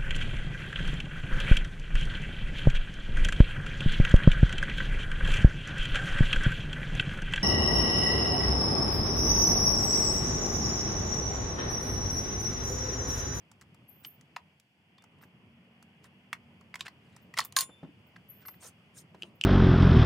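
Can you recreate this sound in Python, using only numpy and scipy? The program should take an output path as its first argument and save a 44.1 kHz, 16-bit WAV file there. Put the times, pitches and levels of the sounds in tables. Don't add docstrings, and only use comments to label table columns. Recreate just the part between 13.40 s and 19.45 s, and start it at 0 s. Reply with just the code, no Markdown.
import sys
import numpy as np
from scipy import signal
from scipy.fft import rfft, irfft, next_fast_len
from scipy.io import wavfile
from scipy.ndimage import uniform_filter1d

SR = 44100
rng = np.random.default_rng(int(sys.argv[2]) if len(sys.argv) > 2 else 0)


def store_pcm(level_fs):
    pcm = np.round(np.clip(level_fs, -1, 1) * 32767).astype(np.int16)
    wavfile.write(sys.argv[1], SR, np.atleast_2d(pcm).T)


N = 266805

# start in seconds, knock level in dB, knock pitch in Hz,
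# treble tick in dB relative to the knock, casing ring in dB relative to the knock.
CONTACTS = [(.115, -52.5, 1010, 5.5, 2), (0.2119, -49, 1930, 4, -19), (0.216, -47.5, 1500, 0, -4),
            (0.223, -49, 1510, -5, -17), (.345, -56.5, 925, 1.5, -2), (.648, -31.5, 2980, -19, -15),
            (0.811, -54.5, 1940, 9, -18), (0.9624, -34, 3500, -16, -25), (.9638, -25.5, 1880, -29, -8.5),
            (.9652, -27, 955, -33, -12), (1.199, -55.5, 2270, 5.5, -30), (1.581, -51, 3300, -19, -1),
            (1.622, -56, 1500, 0, -2), (1.639, -51, 880, -1, 1), (1.787, -59.5, 1510, -5, -1),
            (1.812, -49.5, 1760, -22, -5), (1.828, -46, 1120, -16, -14), (1.835, -44.5, 1500, -19, -3),
            (2.426, -47.5, 1130, -1.5, -19), (2.642, -52, 2570, 5.5, -2), (2.9292, -18, 1900, -13, -6),
            (3.21, -58.5, 1150, 4.5, 9), (3.341, -28.5, 2000, -27, -5), (3.356, -28, 1870, -5, -9),
            (3.4073, -23.5, 3650, -29, -10.5), (3.466, -31.5, 2220, -17, -30), (3.48, -34.5, 1930, -23, -1),
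            (3.764, -52.5, 1000, 9, 5), (3.939, -36.5, 2330, -10, 1), (3.969, -34, 2100, -9, -14.5),
            (3.975, -22, 2040, -8.5, -18), (3.9869, -11, 4200, -8, -9), (3.9906, -16, 1193, -5.5, 1),
            (4.004, -17.5, 4180, -9, -20.5), (4.012, -28, 1797, -14.5, -7), (4.04, -47, 1142, 9, -9.5),
            (4.0494, -27, 12580, -9, -14), (4.0545, -30, 13260, -12, -21), (4.124, -42, 3020, 6, -5.5),
            (4.163, -27, 11970, -2.5, -21), (4.165, -10, 4020, -2.5, -22), (4.1666, -15, 1622, -7, -11.5),
            (4.187, -14.5, 4740, -0.5, -22), (4.2077, -19.5, 6500, 0, -18),
            (4.2142, -25, 5210, -3.5, -19.5), (4.76, -46, 2250, -24, -10), (4.763, -38.5, 1592, -29, -9),
            (5.052, -44.5, 1500, -24, -4), (5.0568, -47.5, 1800, -18, 5), (5.0825, -40, 2140, -3, 3),
            (5.087, -39.5, 1100, -14, -3), (5.141, -49, 1700, -16, -4), (5.745, -44.5, 770, -30, -5.5)]
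# pitch in Hz, width in Hz, level in dB.
CASING_MODES = [(1077, 180, 3), (1969, 180, -2), (4350, 260, -9), (4870, 220, -16)]
KNOCK_Q, RING_Q, RING_DB = .8, 11, 1.5
PUSH = 4
CONTACT_FALL_S, SHORTER = 0.0086, 0.31
TICK_HZ, TICK_T60_S = 6000, 0.0028
CASING_LAG_S, CASING_DETUNE, CASING_SCATTER_DB = 0.00149, 0.04, 3.5
SMALL_HZ = 780

# start in seconds, level in dB, pitch in Hz.
RAIL_TAPS = [(5.822, -26.5, 2830), (5.832, -31, 2970), (6.012, -20.5, 2890), (6.038, -15.5, 2830)]
TAP_S, TAP_TREBLE_DB = 0.0028, -15.5

# start in seconds, strength in dB, share of the free ring time
# left by the grip, tilt in dB per octave, loss in dB that the new contact puts on earlier ringing.
BLOWS = [(3.987, -35, 0.22, -2.5, 0), (4.003, -45, 0.27, 3, 4), (4.166, -25.5, 1, 1.5, 0),
         (4.189, -30, 0.41, 4.5, 1), (4.206, -29, 0.86, 5, 11.5)]
MODE_HZ = [1064, 3540, 4324, 5282, 6422, 6885, 7140, 8117, 9255, 9441, 9801, 10760, 11280, 14302, 14860]
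# level in dB, free ring time (t60) in seconds.
MODES = [(2.5, 0.2), (-11.5, 0.13), (-5, .07), (-8, 0.096), (-4, 0.1), (-4, 0.13), (-11.5, 0.28),
         (-14.5, 0.14), (-8.5, 0.17), (-3.5, 0.2), (-7.5, 0.11), (-24.5, 0.37), (-9, 0.055), (-7.5, 0.077),
         (-35.5, .16)]
LINKS, LINK_DB, LINK_T60_S = 60, -9.5, .07
# start in seconds, level in dB, pitch in Hz, rise in seconds, t60 in seconds.
SINGLE_TONES = [(1.582, -57, 3546, 0.0017, 0.11), (4.004, -37.5, 4310, .0012, .09),
                (4.012, -51.5, 3530, .006, .17), (4.215, -46.5, 3540, .004, .14),
                (4.3, -53.5, 3534, 0.014, 0.36)]

# middle in seconds, length in seconds, level in dB, bright share from 0 to 1.
STROKES = [(0.65, 0.024, -51, 0.46), (1.832, 0.039, -67, 0.4), (2.653, 0.038, -60.5, 0.34),
           (3.397, 0.012, -49, 0.18), (3.464, 0.019, -44.5, 0.17), (3.734, 0.21, -72, 0.18),
           (3.977, 0.011, -35, 0.33), (4.013, 0.087, -50, 0.25), (4.204, 0.061, -37, 0.36),
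           (5.025, 0.029, -64.5, 0.1), (5.255, 0.074, -48, 0.8), (5.586, 0.059, -52, 0.83),
           (5.845, 0.1, -67.5, 0.4)]
# frequency in Hz, relative density in dB per Hz.
FABRIC = [(1760, -45), (3000, -14), (6390, -3), (7910, -4.5), (9330, 0), (9730, -7.5), (15500, -17.5),
          (16200, -31)]
# frequency in Hz, relative density in dB per Hz.
HARD_PARTS = [(240, -58.5), (400, -15.5), (1490, -2.5), (1930, -5.5), (3220, -10), (3810, -7), (4570, -13),
              (9000, -21.5), (11700, -56.5)]
STROKE_EDGE = 2.6

# start in seconds, level in dB, pitch in Hz, t60 in seconds, share of noise from 0 to 1.
DULL_SOUNDS = [(4.29, -43.5, 293, 0.058, 0.7), (4.429, -29.5, 163.5, 0.084, 0.36),
               (4.446, -36, 285, 0.044, 0.2), (4.47, -44.5, 194, 0.17, 0.18),
               (4.487, -43.5, 292, 0.075, 0.04), (5.222, -51.5, 580, 0.16, 0.8),
               (5.246, -44.5, 484, 0.094, 0.5), (5.744, -42.5, 402, 0.065, 0.42),
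               (5.83, -39, 352, 0.081, 0.34)]
DULL_LOW_HZ = 89

# start in seconds, lowest pitch in Hz, dip into it in Hz,
# seconds until the rise, length in seconds, level in dB before the fade.
NOTES = [(0.479, 11530, 895, 0.011, 0.19, -46.5), (0.648, 12800, 1900, 0.03, 0.13, -47.5),
         (4.884, 11640, 896, 0.0168, .16, -45), (5.052, 12480, 2220, 0.026, .12, -43)]
# start in seconds, end pitch in Hz, level in dB.
FALLING_CHIPS = [(1.814, 13300, -63), (3.815, 13840, -68), (4.663, 14540, -70), (5.95, 14050, -69)]
DIP_S, RISE_HZ_PER_S, RISE_SLOWS = 0.0048, 33000, 1.1
ATTACK_S, RELEASE_S = 0.024, 0.022
FADE_DB, FADE_S = 21, 0.015
LEAN_HZ, LEAN_DB_PER_KHZ = 13200, -3
CHIP_HZ, CHIP_S = 15940, 0.018

# time in seconds, pitch in Hz, level in dB before the overall swell.
ENGINE = [(1.701, 214.8, -72), (2.1, 231.3, -57), (2.5, 228.3, -65), (2.9, 245.2, -65.5),
          (3.149, 229.1, -59.5), (3.499, 215.2, -64), (3.9, 197, -79)]
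# time in seconds, rumble in dB, chorus in dB, hiss in dB.
AIR_LEVELS = [(0, -62, -69, -79.5), (.9, -62, -67.5, -78), (1.12, -66, -69, -80), (1.25, -73.5, -74.5, -81),
              (1.55, -68, -67.5, -81.5), (1.75, -60.5, -68, -80.5), (2.5, -62.5, -66, -79.5),
              (3.499, -60, -66, -77.5), (4.5, -60.5, -66.5, -78), (5.2, -61.5, -66, -76),
              (6.05, -58.5, -68.5, -79.5)]
# frequency in Hz, relative density in dB per Hz.
RUMBLE_SPECTRUM = [(20, -28.5), (33, -48), (82, 0.5), (181, 4), (238, -2), (285, -6), (608, -13),
                   (797, -23.5), (1010, -17), (1300, -18.5), (1500, -28), (1950, -56)]
# frequency in Hz, relative density in dB per Hz.
CHORUS_SPECTRUM = [(410, -20.5), (700, 1.5), (999, -2.5), (1300, -11.5), (1450, -3), (1700, -3.5),
                   (2020, 0), (2920, 3), (3370, -5), (3480, -25.5), (4810, -60.5)]
# frequency in Hz, relative density in dB per Hz.
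HISS_SPECTRUM = [(2000, -28), (3400, 0), (3810, -13), (4780, -6), (5470, -12.5), (6730, -17), (8620, -16.5),
                 (12500, -19), (15100, -14), (16800, -27)]
# frequency in Hz, left-right correlation from -1 to 1.
LIKENESS = [(60, 0.9), (130, 1), (290, 0.86), (640, 0.78), (1410, 0.27), (3100, -0.33), (6820, 0.66),
            (15000, -0.59)]
# frequency in Hz, t60 in seconds before each echo's scale.
TREE_DECAY = [(500, 0.32), (3000, 0.17), (14000, 0.18)]
TOP_HZ = 16000


def amp(db):
    return 10 ** (np.asarray(db) / 20)


def unit(x):
    return x / np.sqrt(np.mean(x ** 2) + 1e-20)


def along(points, hz):
    f, v = np.transpose(points)
    return np.interp(np.log(hz + 1), np.log(f + 1), v)


def filtered(x, response):
    n = x.shape[-1]
    m = next_fast_len(n + 4096)
    return irfft(rfft(x, m) * response(np.fft.rfftfreq(m, 1 / SR)), m)[..., :n]


def high_pass(x, order, hz):
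    return signal.sosfilt(signal.butter(order, hz, "high", fs=SR, output="sos"), x)


def resonance(hz, q):
    return lambda f: 1j * f * hz / q / (hz * hz - f * f + 1j * f * hz / q)


def add(out, s, x):
    part = out[:, max(round(s * SR), 0):][:, :x.shape[-1]]
    part += x[..., :part.shape[1]]


def drift(shape, size):
    once = uniform_filter1d(rng.standard_normal(shape), size=size)
    return unit(uniform_filter1d(once, size=size))


def patches(shape, bins, frames):
    field = uniform_filter1d(rng.standard_normal(shape), size=bins, axis=0)
    return unit(uniform_filter1d(field, size=frames, axis=1))


def whistle(hz, waver):
    shake = waver * unit(uniform_filter1d(rng.standard_normal(len(hz)), size=60))
    return np.sin(2 * np.pi * np.cumsum(hz * (1 + shake)) / SR)


def casing_ring(force):
    sizes = amp(np.transpose(CASING_MODES)[2] + CASING_SCATTER_DB * rng.standard_normal(len(CASING_MODES)))
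    tunes = 1 + CASING_DETUNE * rng.standard_normal(len(CASING_MODES))

    def response(f):
        modes = sum(size * resonance(hz * tune, hz / width)(f)
                    for size, tune, (hz, width, _) in zip(sizes, tunes, CASING_MODES))
        return modes * np.exp(-2j * np.pi * f * CASING_LAG_S)
    return filtered(force, response)


def clicks():
    out, t = np.zeros((2, N)), np.arange(4096) / SR
    for s, db, hz, treble_db, casing_db in CONTACTS:
        noise = rng.standard_normal((3, len(t)))
        noise[0] += PUSH * np.exp(-((t - .0005) * 6 * hz) ** 2)
        quick = t * (hz / 2000) ** SHORTER
        u = quick / CONTACT_FALL_S
        fade = (1 - np.exp(-quick / 0.0021)) * (amp(-35 * u - 15 * u ** 2) + amp(-26.5 - 60 * t / 0.08))
        force = noise[0] * fade

        def part(f):
            body = resonance(hz, KNOCK_Q)(f) ** 2 / (1 + 1j * f / (3.7 * hz)) ** 2
            return body + amp(RING_DB) * resonance(hz, RING_Q)(f)
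        knock, ring = filtered(force, part), casing_ring(force)
        knock = knock / abs(knock).max() + amp(casing_db) * ring / abs(ring).max()
        wide = noise[1] + 0.31 * noise[2] * [[1], [-1]]
        tick_fade = fade * (0.12 + amp(-60 * t / TICK_T60_S))
        tick = filtered(wide * tick_fade, lambda f: resonance(TICK_HZ, q=.7)(f) ** 3)
        add(out, s, amp(db) * knock + amp(db + treble_db) * tick / abs(tick).max())
    return high_pass(out, 4, SMALL_HZ)


def taps():
    out, t = np.zeros((2, N)), np.arange(2048) / SR
    for s, db, hz in RAIL_TAPS:
        noise = rng.standard_normal((2, len(t)))
        spindle = np.sin(np.pi * np.clip(t / TAP_S, 0, 1)) ** 2 * np.sin(2 * np.pi * hz * t)
        low = unit(filtered(noise[0], lambda f: resonance(hz, q=1.2)(f) ** 2))
        high = unit(filtered(noise[1], lambda f: resonance(4500, q=.9)(f) ** 3))
        buzz = amp(-13 - 60 * t / 0.012) * low
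        tick = amp(TAP_TREBLE_DB - 60 * t / 0.012) * high
        add(out, s, amp(db) * (spindle + buzz + tick) * amp([[.7], [-.7]]))
    return out


def chain_links(t, free, tilt_db, middle_hz):
    pitch, weakness, length = rng.random((3, LINKS, 1))
    hz = 1500 * 10 ** pitch
    t60 = free * LINK_T60_S * (.5 + length)
    size = amp(LINK_DB - 8.6 * weakness + tilt_db * np.log2(hz / middle_hz) - 60 * t / t60)
    return (1 - amp(-t * 10 ** 4)) * (size * np.sin(2 * np.pi * hz * t)).sum(axis=0)


def tool():
    out, t = np.zeros((2, N)), np.arange(SR // 2) / SR
    hz = np.array(MODE_HZ)[:, None]
    level_db, t60 = np.transpose(MODES)[:, :, None]
    middle_hz = np.median(hz)
    for s, db, free, tilt_db, _ in BLOWS:
        choke_db = sum(loss_db * np.clip((s + t - later) / .004, 0, 1)
                       for later, *_, loss_db in BLOWS if later > s)
        start_db = level_db + tilt_db * np.log2(hz / middle_hz) + 2 * rng.standard_normal(hz.shape)
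        size = amp(start_db - 60 * t / (free * t60) - choke_db)
        add(out, s, amp(db) * chain_links(t, free, tilt_db, middle_hz))
        lead = .000008 * rng.standard_normal(hz.shape) * np.array([1, -1])[:, None, None]
        size = size * amp(2.5 * drift(size.shape, 300))
        ring = (size * np.sin(2 * np.pi * hz * (t + lead))).sum(axis=1)
        add(out, s, amp(db) * (1 - np.exp(-t / 0.00028)) * ring)
    return out


def single_tones():
    out, t = np.zeros((2, N)), np.arange(SR // 2) / SR
    for s, db, hz, rise, t60 in SINGLE_TONES:
        decay = amp(db + 2.5 * drift(len(t), 500) - 60 * t / t60)
        add(out, s, decay * (1 - np.exp(-t / rise)) * np.sin(2 * np.pi * hz * t))
    return out


def rubs():
    z = signal.stft(rng.standard_normal((3, N)), nperseg=128)[2]
    catches = amp(4.5 * patches(z.shape[1:], bins=2, frames=7))
    grit = signal.istft(z * catches, nperseg=128)[1][:, :N]
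    grit = grit * amp(1.5 * unit(uniform_filter1d(rng.standard_normal(N), size=60)))
    wide = grit[0] + 0.41 * grit[1] * [[1], [-1]]
    bright = unit(filtered(wide, lambda f: amp(along(FABRIC, f))))
    dull = unit(filtered(grit[2], lambda f: amp(along(HARD_PARTS, f))))
    t, out = np.arange(N) / SR, np.zeros((2, N))
    for s, length, db, share in STROKES:
        stroke = np.exp(-abs((t - s) / (length / 2)) ** STROKE_EDGE)
        out += amp(db) * stroke * (share * bright + (1 - share) * dull)
    return out


def dull_sounds():
    out, t = np.zeros((2, N)), np.arange(8192) / SR
    for s, db, hz, t60, share in DULL_SOUNDS:
        puff = unit(filtered(rng.standard_normal(len(t)), lambda f: resonance(1.5 * hz, q=.6)(f) ** 2))
        envelope = amp(db - 60 * t / t60) * (1 - np.exp(-(t / 0.0024) ** 2))
        add(out, s, envelope * ((1 - share) * np.sin(2 * np.pi * hz * t) + share * puff))
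    return high_pass(out, 2, DULL_LOW_HZ)


def bird():
    out = np.zeros((2, N))
    for s, low_hz, dip_hz, turn, length, db in NOTES:
        t = np.arange(0, length, 1 / SR)
        climb = np.clip(t - turn, 0, None)
        rise_hz = RISE_HZ_PER_S * climb * (1 - RISE_SLOWS * climb)
        hz = low_hz + dip_hz * np.exp(-t / DIP_S) + rise_hz
        edges = np.clip(t / ATTACK_S, 0, 1) * np.clip((length - t) / RELEASE_S, 0, 1) ** 2
        level = amp(db - FADE_DB * (1 - np.exp(-climb / FADE_S)))
        tone = level * edges * whistle(hz, waver=0.0043)
        pan_db = LEAN_DB_PER_KHZ * (hz - LEAN_HZ) / 1000 / 2
        add(out, s, tone * amp([pan_db, -pan_db]))
    u = np.linspace(0, 1, round(CHIP_S * SR))
    for s, end_hz, db in FALLING_CHIPS:
        hz = end_hz + (CHIP_HZ - end_hz) * (1 - u) ** 2
        add(out, s, amp(db) * np.sin(np.pi * u) * whistle(hz, waver=0.008))
    return out


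def echo(x, scale):
    hz, t, z = signal.stft(rng.standard_normal((2, SR // 2)), SR, nperseg=256)
    t60 = scale * along(TREE_DECAY, hz)[:, None]
    tail = signal.istft(z * amp(-60 * t / t60), SR, nperseg=256)[1]
    return signal.fftconvolve(x, tail / np.linalg.norm(tail[0]), axes=1)[:, :N]


def drone():
    s, hz, db = np.transpose(ENGINE)
    t = np.arange(s[0], s[-1], 1 / SR)
    flutter_db = 0.73 * drift(len(t), 1500)
    pitch = np.interp(t, s, hz)
    orders = whistle(pitch, waver=.02) + .7 * whistle(pitch * 4 / 5, waver=.02)
    out = np.zeros((2, N))
    add(out, s[0], amp(np.interp(t, s, db) + flutter_db) * np.hanning(len(t)) ** 0.48 * orders)
    return out


def rush(spectrum, patchy_db):
    z = signal.stft(rng.standard_normal((2, N)), nperseg=512)[2]
    gains = amp(patchy_db * patches(z.shape[1:], bins=5, frames=10))
    pair = signal.istft(z * gains, nperseg=512)[1][:, :N]

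    def response(hz):
        turn = np.arccos(np.clip(along(LIKENESS, hz), -1, 1)) / 2
        return amp(along(spectrum, hz)) * [np.cos(turn), np.sin(turn)]
    mid, side = filtered(pair, response)
    return unit(np.array([mid + side, mid - side]))


def wood():
    s, *levels = np.transpose(AIR_LEVELS)
    rumble_db, chorus_db, hiss_db = [np.interp(np.arange(N) / SR, s, level) for level in levels]
    rumble = amp(rumble_db) * rush(RUMBLE_SPECTRUM, patchy_db=1.8)
    chorus = amp(chorus_db) * rush(CHORUS_SPECTRUM, patchy_db=0.8)
    hiss = amp(hiss_db) * rush(HISS_SPECTRUM, patchy_db=.3)
    return rumble + chorus + hiss


def scene():
    work = clicks() + taps() + tool() + single_tones() + rubs() + dull_sounds()
    song = bird()
    near = work + amp(-11.5) * echo(work, scale=0.52)
    deep = song + amp(4.0) * echo(song, scale=0.73)
    return near + deep + drone() + wood()


def record(dry):
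    return filtered(dry, lambda hz: amp(-np.clip(hz - TOP_HZ, 0, None) / 25) * (hz < TOP_HZ + 900))


dry = scene()
out = record(dry)
store_pcm(out)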